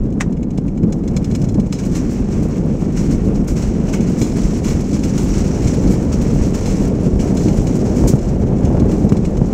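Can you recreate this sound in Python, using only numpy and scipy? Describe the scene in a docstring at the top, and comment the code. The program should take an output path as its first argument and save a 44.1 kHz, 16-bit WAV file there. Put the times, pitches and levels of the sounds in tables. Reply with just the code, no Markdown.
"""On an ice track, riding a bobsled with one microphone close in on its cowling. Wind buffets the mic.
Bumps in the ice drum on the hull, whose roar brightens as speed builds, and the steel runners carve
and skid with a gritty hiss, throwing chips. The running gear rattles, a loose fitting clacks once,
and hard bumps thump through the shell. Through the roofed bends the ringing metal echoes back.
Late in the run two hard jolts overload the recorder with sharp clicks."""
import sys
import numpy as np
from scipy import signal
from scipy.fft import rfft, irfft
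from scipy.io import wavfile
from scipy.ndimage import uniform_filter1d

SR = 44100
rng = np.random.default_rng(int(sys.argv[2]) if len(sys.argv) > 2 else 0)


def transcribe(u):
    """Save the signal u as a 16-bit wav file named by the first command-line argument.

    u: samples, shape (n,) or (channels, n), limited to [-1, 1]; the rate is SR.
    q: integer samples, one column per channel.
    """
    v = np.clip(np.atleast_2d(u).T, -1, 1)
    q = np.round(v * 32767).astype(np.int16)
    wavfile.write(sys.argv[1], SR, q)


N = 420273
TIME = np.arange(N) / SR
CRUISE_DB = -23   # the hull's roar at cruising speed; speed_db counts from here

# A runner skids sideways into the ice. Each row: time in seconds, relative level in dB,
# seconds to fade by 60 dB, relative level of its chips in dB.
SKIDS = [(1.724, -29, .28, -57), (1.787, -25, 0.21, -55), (1.849, -27, 0.17, -48), (1.913, -35, .2, -51),
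         (1.952, -20, 0.17, -44), (2.107, -29.5, 0.36, -51), (2.304, -28.5, 0.56, -60),
         (2.425, -32, 0.18, -50), (2.562, -31.5, 0.15, -59), (2.799, -34.5, 0.49, -60),
         (2.964, -21.5, .55, -49), (3.109, -23, 0.2, -49), (3.24, -33.5, 0.43, -55),
         (3.349, -28.5, 0.29, -60), (3.477, -24.5, 0.27, -41.5), (3.562, -23, 0.48, -51),
         (3.615, -25.5, 0.64, -62), (3.884, -27, 0.18, -58), (3.932, -16.5, 0.12, -45),
         (4.069, -24.5, .29, -59), (4.187, -37, .24, -44), (4.215, -34, .31, -43), (4.36, -28, 0.1, -60),
         (4.41, -24, 0.099, -58), (4.643, -22.5, 0.39, -46), (4.683, -36, .33, -49), (4.93, -35, .26, -56),
         (5.036, -27, 0.16, -46), (5.178, -28, 1, -47), (5.28, -24, 0.26, -56), (5.661, -23.5, 0.59, -54),
         (5.729, -22, 0.23, -60), (5.901, -24, 0.32, -43.5), (6.124, -21.5, 0.14, -55),
         (6.214, -24, 0.12, -46), (6.418, -28, 0.61, -57), (6.542, -18.5, 0.093, -44),
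         (6.658, -25, .35, -46), (7.044, -28.5, 0.15, -59), (7.195, -24.5, 0.49, -53), (7.27, -25, .2, -55),
         (7.37, -27, 0.22, -51), (7.483, -32, 0.14, -53), (7.569, -22.5, 0.13, -47), (7.67, -36, .2, -54),
         (7.751, -25.5, 0.13, -45), (7.849, -27.5, 0.42, -63), (7.958, -25.5, 1, -48),
         (8.075, -19, 0.15, -31.5), (8.087, -24, 0.19, -44), (8.285, -27.5, 0.12, -59),
         (8.886, -29.5, 0.91, -54)]
# Joints of the running gear knock. Each row: time in seconds, relative dB of the knock, of its low clank.
RATTLES = [(0.1022, -41, -62), (0.1241, -38, -53), (0.3242, -33, -52), (0.3684, -41, -49),
           (0.4289, -31.5, -46), (0.5053, -33.5, -49), (0.5761, -26, -41), (0.6794, -36, -45),
           (0.7746, -35, -48), (0.831, -35.5, -46), (0.924, -21.5, -42), (1.035, -37, -49),
           (1.077, -24.5, -47), (1.1654, -16, -34), (1.244, -22, -42), (1.3119, -28, -47), (1.35, -18, -37),
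           (1.416, -25, -44), (1.441, -26.5, -47), (1.488, -25.5, -52), (1.5429, -28.5, -51),
           (1.5978, -25.5, -47), (1.6631, -33, -49), (1.725, -15.5, -33.5), (1.7873, -29, -43),
           (1.8337, -28, -42), (1.952, -23, -47), (3.483, -34, -50), (3.8836, -42, -38), (3.9374, -26, -28),
           (4.0068, -25, -46), (4.2148, -14, -32), (4.6433, -23, -38), (4.6828, -17, -40),
           (4.9302, -23, -46), (5.0355, -21, -36), (5.1776, -16, -38), (6.2138, -28, -45),
           (6.6574, -19, -40), (7.1944, -25, -36.5), (7.3696, -19.5, -48), (7.4829, -21, -37),
           (7.67, -19.5, -39), (8.1868, -30, -50), (8.5829, -33, -51), (8.6492, -24.5, -42),
           (8.7974, -25, -46), (8.9136, -26, -38), (9.0922, -25, -49), (9.1222, -26, -41),
           (9.1676, -26, -46), (9.2504, -23.5, -37), (9.3701, -28, -42), (9.4574, -33, -56)]


def from_db(db):
    """Decibels to gain."""
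    return 10 ** (np.asarray(db) / 20)


def rms_one(x):
    """Scale to unit power."""
    return x / np.sqrt(np.mean(x ** 2) + 1e-20)


def in_time(rows):
    """Each column of a curve, sample by sample; rows begin with a time in seconds."""
    s, *columns = np.transpose(rows)
    return [np.interp(TIME, s, c) for c in columns]


def drift(rate):
    """Smooth random wander of spread 1 with about `rate` turns a second."""
    hop, settle = 40, 2000
    r = np.exp(-2 * np.pi * rate * hop / SR)
    noise = rng.standard_normal(N // hop + settle + 2)
    slow = signal.lfilter([1], [1, -2 * r, r * r], noise)[settle:]
    return np.interp(np.arange(N) / hop, np.arange(len(slow)), rms_one(slow))


def swells(rows):
    """Sum of bell-shaped swells. Each row: crest in seconds, height, length in seconds."""
    return sum(height * .5 ** np.minimum((2 * (TIME - s) / length) ** 2, 40) for s, height, length in rows)


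def grains(per_s, spread_db):
    """Random tiny impacts of uneven size; unit power."""
    sizes = from_db(spread_db * np.minimum(rng.exponential(1, N), 4)) * rng.choice([-1, 1], N)
    return rms_one(sizes * (rng.random(N) < per_s / SR))


def puffs(per_s, fade_s):
    """Envelope of short random spurts; unit power."""
    fade = np.exp(-TIME[:SR // 10] / fade_s)
    power = signal.oaconvolve(grains(per_s, spread_db=2) ** 2, fade / fade.sum())[:N]
    return np.sqrt(np.abs(power))


def bursts(rows, rise_s, hold_s):
    """Envelope of contacts that build, hold and fade. Each row: time in seconds, dB, t60 in seconds."""
    power = np.zeros(N)
    for s, db, t60 in rows:
        span = slice(max(int((s - rise_s / 2) * SR), 0), int((s + .5) * SR))
        age = TIME[span] - s
        rise = np.clip(age / rise_s + .5, 0, 1)
        fade = from_db(-60 * np.maximum(age - hold_s, 0) / t60)
        power[span] += (from_db(db) * rise * fade) ** 2
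    return np.sqrt(power)


def steady(x, seconds):
    """Take the slow swells out of a noise and keep its fast flutter."""
    return x / np.sqrt(uniform_filter1d(x ** 2, max(int(seconds * SR), 2)) + 1e-9)


def response(spectrum, size=8192):
    """Causal impulse response of unit energy for a body with this spectrum."""
    hz, db = np.transpose(spectrum)
    octave = np.log2(np.maximum(np.arange(size // 2 + 1) * SR / size, 1))
    octaves_outside = np.abs(octave - np.clip(octave, np.log2(hz[0]), np.log2(hz[-1])))
    gain = from_db(np.interp(octave, np.log2(hz), db) - 12 * octaves_outside)
    cepstrum = irfft(np.log(gain))
    cepstrum[1:size // 2] *= 2   # fold to minimum phase
    cepstrum[size // 2 + 1:] = 0
    pulse = irfft(np.exp(rfft(cepstrum)))
    return pulse / np.linalg.norm(pulse)


def through(force, spectrum):
    """Drive a body with a force."""
    return signal.oaconvolve(force, response(spectrum))[:N]


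def strike(rows, spectrum):
    """Single impulses coloured by a spectrum. Each row: time in seconds, peak in dB."""
    kicks = np.zeros(N)
    for s, db in rows:
        kicks[int(s * SR)] = from_db(db) * rng.choice([-1, 1])
    return through(kicks, spectrum) / np.abs(response(spectrum)).max()


def resonate(force, modes, flicker_db):
    """A body adds its resonances to the force; each flares as the contact point wanders."""
    out = force.copy()
    for hz, width_hz, db in modes:
        r = np.exp(-np.pi * width_hz / SR)
        poles = [1, -2 * r * np.cos(2 * np.pi * hz / SR), r * r]
        band = signal.lfilter(np.array([1, 0, -1]) * (1 - r * r) / 2, poles, force)
        out += from_db(db + flicker_db * np.minimum(drift(22), 2)) * band
    return out


def ring(force, hz, t60):
    """One mode: a unit click sets a sine of height 1 ringing."""
    r, w = from_db(-60 / (t60 * SR)), 2 * np.pi * hz / SR
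    return signal.lfilter([0, np.sin(w)], [1, -2 * r * np.cos(w), r * r], force + 1e-18)


def wind(speed_db):
    """Lumpy low turbulence right on the microphone: a flow that grows with speed, and single gusts."""
    # The buffeting's spectrum. Each row: frequency in Hz, relative level in dB.
    buffet_spectrum = [(12, -11.5), (24, -7), (32, -2), (45, 4), (62, -2.5), (85, -9), (120, -18.5),
                       (300, -57)]
    # Gusts on the mic. Each row: crest in seconds, relative level in dB, length in seconds.
    gust_crests = [(0.017, -14.5, 0.073), (1.14, -25, .22), (2.208, -15, 0.05), (2.42, -21, .1),
                   (3.2, -18, 0.39), (3.383, -23, 0.058), (3.512, -9.5, 0.034), (3.672, -11, 0.055),
                   (4.02, -23, 0.11), (4.46, -10.5, 0.059), (4.74, -18, 0.17), (5.33, -15, 0.22),
                   (5.66, -12, 0.052), (5.877, -11, .06), (6.21, -16, 0.076), (6.4, -10.5, 0.088),
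                   (6.712, -15, .05), (6.83, -16, .06), (7.17, -10, 0.062), (7.586, -13, 0.068),
                   (8.043, -9, 0.053), (8.837, -15, 0.042), (9.382, -16, 0.066)]
    flow = from_db(-21 + .33 * speed_db + 2.1 * drift(8.1))
    gusts = swells([(s, from_db(db), length) for s, db, length in gust_crests])
    turbulence = steady(through(rng.standard_normal(N), buffet_spectrum), seconds=.069)
    return from_db(-2.5) * np.hypot(flow, gusts) * turbulence


def hull(speed_db, coarse_db):
    """Coarse bumps boom in the panels by the mic; finer ripples roar above them and gain more with speed."""
    # Panel resonances. Each row: frequency in Hz, width in Hz, dB against the plain boom.
    panel_modes = [(189.7, 62, -6), (257.5, 22, -17.5), (305, 26, -12.5)]
    # Spectra of the boom and the roar. Each row: frequency in Hz, relative level in dB.
    boom_spectrum = [(45, -24), (75, -13.5), (105, -9), (135, -3.5), (165, -2), (192, -1), (250, -3),
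                     (310, -8), (400, -18.5), (700, -43)]
    roar_spectrum = [(170, -22), (280, -2), (370, 1), (480, -3.5), (620, -10.5), (800, -16.5),
                     (1100, -25.5), (1600, -35), (3000, -47), (6000, -52.5)]
    boom_db = -17.04 + .28 * speed_db + 1.12 * coarse_db + 1.1 * drift(11)
    roar_db = CRUISE_DB - 1.27 + speed_db + .53 * coarse_db + .92 * drift(28)
    bumps = resonate(grains(per_s=1200, spread_db=2.5), panel_modes, flicker_db=1)
    boom = steady(through(bumps, boom_spectrum), seconds=.06)
    roar = steady(through(grains(per_s=3000, spread_db=3), roar_spectrum), seconds=.051)
    return from_db(boom_db) * boom + from_db(roar_db) * roar


def chassis(coarse_db):
    """Long waves in the ice shake the whole frame with a deep shudder."""
    # The shudder along the run. Each row: time in seconds, relative level in dB.
    shudder_curve = [(0, -23.5), (.45, -29.5), (1.0, -23.5), (1.4, -15.5), (1.85, -25), (2.45, -22),
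                     (3.3, -22.5), (4.85, -24), (5.6, -18.5), (6.25, -16.5), (6.95, -21), (7.45, -17.5),
                     (8.3, -18), (8.8, -17), (9.53, -22)]
    # The frame's spectrum. Each row: frequency in Hz, relative level in dB.
    frame_spectrum = [(45, -29), (68, -3.5), (90, -4.5), (125, -5.5), (150, -7.5), (250, -35)]
    level_db = in_time(shudder_curve)[0] - 3 + .69 * coarse_db + 1.55 * drift(10)
    shudder = through(grains(per_s=600, spread_db=3), frame_spectrum)
    return from_db(level_db) * steady(shudder, seconds=.066)


def runners(hiss_db, grind_db):
    """Ice crumbles under the steel: sputtering carving, a spurt at each skid, a scuff with every knock."""
    # Resonances of the runners. Each row: frequency in Hz, width in Hz, dB against the plain scrape.
    steel_modes = [(2250, 99, -10.5), (4350, 160, -15), (5350, 170, -33), (5780, 210, -12.5),
                   (6440, 140, -26), (7170, 200, -28.5), (9850, 400, -11), (12200, 260, -11)]
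    # Spectra of the hissing edges and grinding soles. Each row: frequency in Hz, relative level in dB.
    edge_spectrum = [(900, -19), (2000, -5), (3000, -6.5), (3600, -9.5), (4200, -5), (4700, -5.5),
                     (5500, 1), (6400, 1), (7900, -2.5), (8600, -14.5), (10000, -15.5), (11000, -32.5),
                     (12200, -23), (15500, -24.5)]
    sole_spectrum = [(500, -23.5), (900, 8.5), (1400, 6.5), (2000, 3), (2700, 1), (3400, -7.5), (4500, -22),
                     (8000, -25)]
    skid = bursts([(s, db, t60) for s, db, t60, _ in SKIDS], rise_s=.021, hold_s=.0076)
    scuff = bursts([(s, db, .05) for s, db, _ in RATTLES], rise_s=.0053, hold_s=.0028)
    judder = from_db(1.8 * drift(16))
    # The edge catches and breaks free.
    sputter = np.hypot(from_db(-5), from_db(-4) * puffs(per_s=78, fade_s=.01))
    bite = np.hypot(from_db(-12) * skid * np.sqrt(sputter), from_db(-16.5) * scuff)
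    carving = from_db(hiss_db - 1) * judder * sputter
    grinding = from_db(grind_db - 2) * judder
    edge_force = np.hypot(carving, bite) * grains(per_s=7000, spread_db=.5)
    sole_force = np.hypot(grinding, from_db(-4) * bite) * grains(per_s=5000, spread_db=3.5)
    edges = through(resonate(edge_force, steel_modes, flicker_db=7.5), edge_spectrum)
    soles = through(resonate(sole_force, steel_modes, flicker_db=7), sole_spectrum)
    return edges + soles


def ice_chips(hiss_db):
    """Chips fly in showers from skids and knocks, in clumps from the edges, in tiny puffs off rough ice."""
    # The spray's spectrum. Each row: frequency in Hz, relative level in dB.
    spray_spectrum = [(3000, -7), (5000, 5.5), (7000, 13), (9900, 0.5), (11000, -5), (12000, 0.5),
                      (13000, -1), (15500, -7)]
    shower = from_db(4.5) * bursts([(s, db, t60) for s, _, t60, db in SKIDS], rise_s=.006, hold_s=.012)
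    knocked = from_db(-27) * bursts([(s, db, .05) for s, db, _ in RATTLES], rise_s=.005, hold_s=.013)
    clumps = from_db(hiss_db - 22 + 7.8 * np.minimum(drift(16), 2))
    loose = from_db(.61 * hiss_db - 30.5) * puffs(per_s=14, fade_s=.0034)
    spray = np.sqrt(shower ** 2 + knocked ** 2 + clumps ** 2 + loose ** 2)
    return through(spray * grains(per_s=4000, spread_db=3.5), spray_spectrum)


def chatter(rows, last_s, count):
    """Knocks, each a first touch and a flurry of rebounds. Each row: start in seconds, level in dB."""
    force = np.zeros(N)
    for s, db in rows:
        delays = np.append(0, rng.uniform(0, last_s, count - 1))
        sizes = rng.standard_normal(count) * np.exp(-delays / last_s)
        force[((s + delays) * SR).astype(int)] += from_db(db) * sizes / np.linalg.norm(sizes)
    return force


def running_gear(grind_db):
    """Loose joints chatter into the steel, reaching each mode anew; rough ice keeps up a faint jingle."""
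    # The gear's low and high ringing. Each row: frequency in Hz, t60 in seconds, relative level in dB.
    low_modes = [(1534, .02, -6), (1886, 0.013, -10), (2180, 0.049, -7), (2228, 0.06, -4),
                 (2304, 0.025, 6.5), (2530, 0.015, 3), (2826, 0.029, -1), (2940, .03, -1)]
    high_modes = [(3430, 0.024, -2), (3930, 0.022, -4.5), (4145, 0.055, -3.5), (5190, .035, 1),
                  (5670, .02, -5), (5430, 0.018, -13.5), (6350, 0.028, 5), (6770, 0.016, 3.5),
                  (6870, 0.012, -17.5), (7040, .025, 1), (7300, .018, -1), (7980, 0.017, 0),
                  (8550, 0.0074, -21), (12100, .006, -16)]
    jingle = grains(per_s=110, spread_db=-3.5) * from_db(grind_db - 42)
    low_knocks = [(s, db - .5) for s, _, db in RATTLES]
    high_knocks = [(s, db - 15.5) for s, db, _ in RATTLES]
    out = np.zeros(N)
    for knocks, modes in ((low_knocks, low_modes), (high_knocks, high_modes)):
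        for k, (hz, t60, db) in enumerate(modes):
            force = chatter(knocks, last_s=.01, count=10) + (-1) ** k * jingle
            out += from_db(db) * ring(force, hz, t60)
    return out


def fitting():
    """A loose fitting clacks: a crack that dies fast in the shell, and a short metallic ring."""
    # It touches, then slams. Each row: time in seconds, relative level in dB.
    contacts = [(0.2024, -12), (0.2077, -0.5), (0.2135, -7)]
    # The crack's spectrum. Each row: frequency in Hz, relative level in dB.
    crack_spectrum = [(300, -11), (900, 2), (1300, 0.5), (1900, 0), (2600, -5), (3500, -13), (4600, -16),
                      (5600, -7), (7500, -9), (9000, -21), (11500, -33), (15500, -34)]
    # The metal's ringing. Each row: frequency in Hz, relative level in dB, t60 in seconds.
    metal_modes = [(1090, -13, 0.068), (1600, -11, .07), (1870, 6, .07), (1935, 3, .08), (2020, 12, 0.035),
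                   (2310, -6, .08), (3760, -11, 0.098), (5730, 2, .055), (6445, -15, .07), (7740, -8, .08)]
    crack = from_db(-17.5) * bursts([(s, db, .05) for s, db in contacts], rise_s=.00028, hold_s=.001)
    tail = from_db(-38) * bursts([(s, db, .16) for s, db in contacts], rise_s=.003, hold_s=.002)
    clack = through((crack + tail) * rng.standard_normal(N), crack_spectrum)
    slam_s, _ = max(contacts, key=lambda row: row[1])
    slam = np.zeros(N)
    slam[int(slam_s * SR)] = from_db(-30.5)
    ringing = sum(from_db(db) * rng.choice([-1, 1]) * ring(slam, hz, t60) for hz, db, t60 in metal_modes)
    return clack + ringing


def thumps():
    """A hard bump kicks the shell, which swings for a cycle or two; a sharp one also crunches."""
    # Hard bumps. Each row: time in seconds, relative dB of the swing, of the crunch.
    bumps = [(0.278, -11, -34), (0.585, -8.5, -29), (0.835, -0.5, -40), (1.168, -4.5, -38),
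             (1.324, -6.5, -36), (1.585, -2.5, -40), (2.391, -4, -37), (2.65, -8, -44), (2.822, -13, -27),
             (3.275, -1.5, -39), (4.216, -3, -27), (4.674, -10, -38), (5.658, -1, -37), (5.784, -1, -45),
             (5.879, -12, -40), (6.361, -3, -34), (6.797, -6, -33), (7.066, -4.5, -30), (7.459, -2, -30),
             (7.586, -5, -41), (7.855, -11, -36), (8.039, -14, -19.5), (8.063, -3.5, -25),
             (8.136, 3.5, -26), (8.437, -7, -31), (8.64, -4, -36), (8.779, -7, -28), (8.82, -1.5, -33),
             (9.047, -0.5, -34), (9.121, 3, -22.5), (9.358, -6, -31), (9.416, 0.5, -24.5)]
    # Spectra of the swing and the crunch. Each row: frequency in Hz, relative level in dB.
    swing_spectrum = [(30, -28), (70, -0.5), (130, 9.5), (200, 6.5), (300, -6.5), (450, -5), (700, -27.5),
                      (1400, -48.5), (4000, -71)]
    crunch_spectrum = [(200, -10), (420, -5.5), (600, 6), (900, -2), (1400, -17), (2500, -27), (4000, -39),
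                       (7000, -68)]
    swing = strike([(s, db - 4) for s, db, _ in bumps], swing_spectrum)
    crunch = strike([(s, db + 8.5) for s, _, db in bumps], crunch_spectrum)
    return swing + crunch


def roof(sound, t60, gap_s):
    """Diffuse echoes off the nearby ice walls, faint in the open and strong under the roof."""
    age = TIME[:SR // 2]
    echoes = rng.standard_normal(len(age)) * from_db(-60 * age / t60) * (age > gap_s)
    covered = (TIME > 1.7) & (TIME < 8.8)
    echo_db = np.where(covered, -4, -33)
    return signal.oaconvolve(from_db(echo_db) * sound, echoes / np.linalg.norm(echoes))[:N]


def overload_clicks():
    """Two sharp broadband clicks as hard jolts overload the recorder late in the run."""
    # The clicks. Each row: time in seconds, peak in dB.
    clicks = [(9.049, -27), (9.1235, -17)]
    # Their spectrum. Each row: frequency in Hz, relative level in dB.
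    click_spectrum = [(500, 7), (1500, 2), (5000, -7), (15000, -17)]
    return strike(clicks, click_spectrum)


def scene():
    """Everything rides on the sled, close to the one microphone."""
    # The sled's speed, as the roar it raises. Each row: time in seconds, relative level in dB.
    speed_curve = [(0, -27), (.5, -31), (.95, -28), (1.75, -28), (3.1, -26), (3.85, -25), (5.0, -25.5),
                   (5.65, -23), (6.85, -22.5), (7.5, -21.5), (8.05, -20), (8.3, -23.5), (8.8, -19.5),
                   (9.53, -24.5)]
    # Steady carving. Each row: time in seconds, relative dB of the edges' hiss, of the soles' grind.
    carve_curve = [(0, -60, -56), (.45, -64, -57.5), (1.03, -58, -55.5), (1.33, -49.5, -46.5),
                   (1.68, -55, -56.5), (1.98, -43, -42.5), (2.76, -50, -47.5), (3.05, -45, -42),
                   (3.38, -58, -47), (4.3, -38, -42.5), (4.95, -38.5, -42), (5.42, -35, -40),
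                   (6.0, -42, -44), (6.8, -38.5, -41), (7.14, -48, -48), (7.42, -38.5, -45.5),
                   (8.42, -50, -46.5), (9.53, -49, -48.5)]
    # Coarse ice shakes hull and frame, smooth ice calms them.
    # Each row: middle of the patch in seconds, relative coarseness in dB, length in seconds.
    ice_patches = [(.75, -1.5, 0.11), (.86, 7, 0.063), (1.17, 0.5, 0.055), (1.42, 3, 0.064),
                   (1.59, 6.5, 0.053), (1.68, -5, 0.036), (1.79, -5, 0.054), (2.2, 0, 0.045),
                   (2.42, 4.5, 0.033), (2.59, 1.5, 0.045), (2.72, 3.5, 0.057), (2.79, -3.5, 0.077),
                   (2.89, 0.5, 0.15), (3.08, 2, 0.24), (3.29, 5, 0.05), (3.41, 4.5, 0.038),
                   (3.47, -3, 0.027), (4.0, 3, 0.076), (4.23, 5, 0.034), (4.68, 6, 0.046),
                   (4.86, -3, 0.088), (4.95, 4, .05), (5.07, 2, 0.039), (5.25, 2, .06), (5.65, -0.5, .06),
                   (5.89, 3.5, 0.078), (6.13, 2, 0.043), (6.37, -1.5, 0.085), (6.62, -4.5, 0.089),
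                   (7.08, 4, 0.029), (7.33, 3, .05), (7.48, 4, 0.068), (7.59, -1, 0.035),
                   (8.05, 3.5, 0.047), (8.22, -5.5, 0.07), (8.52, 5, 0.026), (8.84, 3, .07),
                   (9.05, 2.5, 0.018), (9.3, -1.5, 0.071)]
    speed_db = in_time(speed_curve)[0] - CRUISE_DB
    hiss_db, grind_db = in_time(carve_curve)
    ice = runners(hiss_db, grind_db) + ice_chips(hiss_db)
    metal = running_gear(grind_db) + fitting()
    air = wind(speed_db)
    coarse_db = swells(ice_patches) + .8 * drift(12)
    body = hull(speed_db, coarse_db) + chassis(coarse_db) + thumps()
    return (air + body + overload_clicks() + ice + metal + roof(metal, t60=.28, gap_s=.013))[None]


def record(dry):
    """The recorder rounds off the largest swings at full scale and cuts the top treble."""
    rounded = dry / (1 + dry ** 8) ** (1 / 8)
    lowpass = signal.ellip(12, .1, 80, 15750, fs=SR, output="sos")
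    return signal.sosfilt(lowpass, rounded)


dry = scene()
out = record(dry)
transcribe(out)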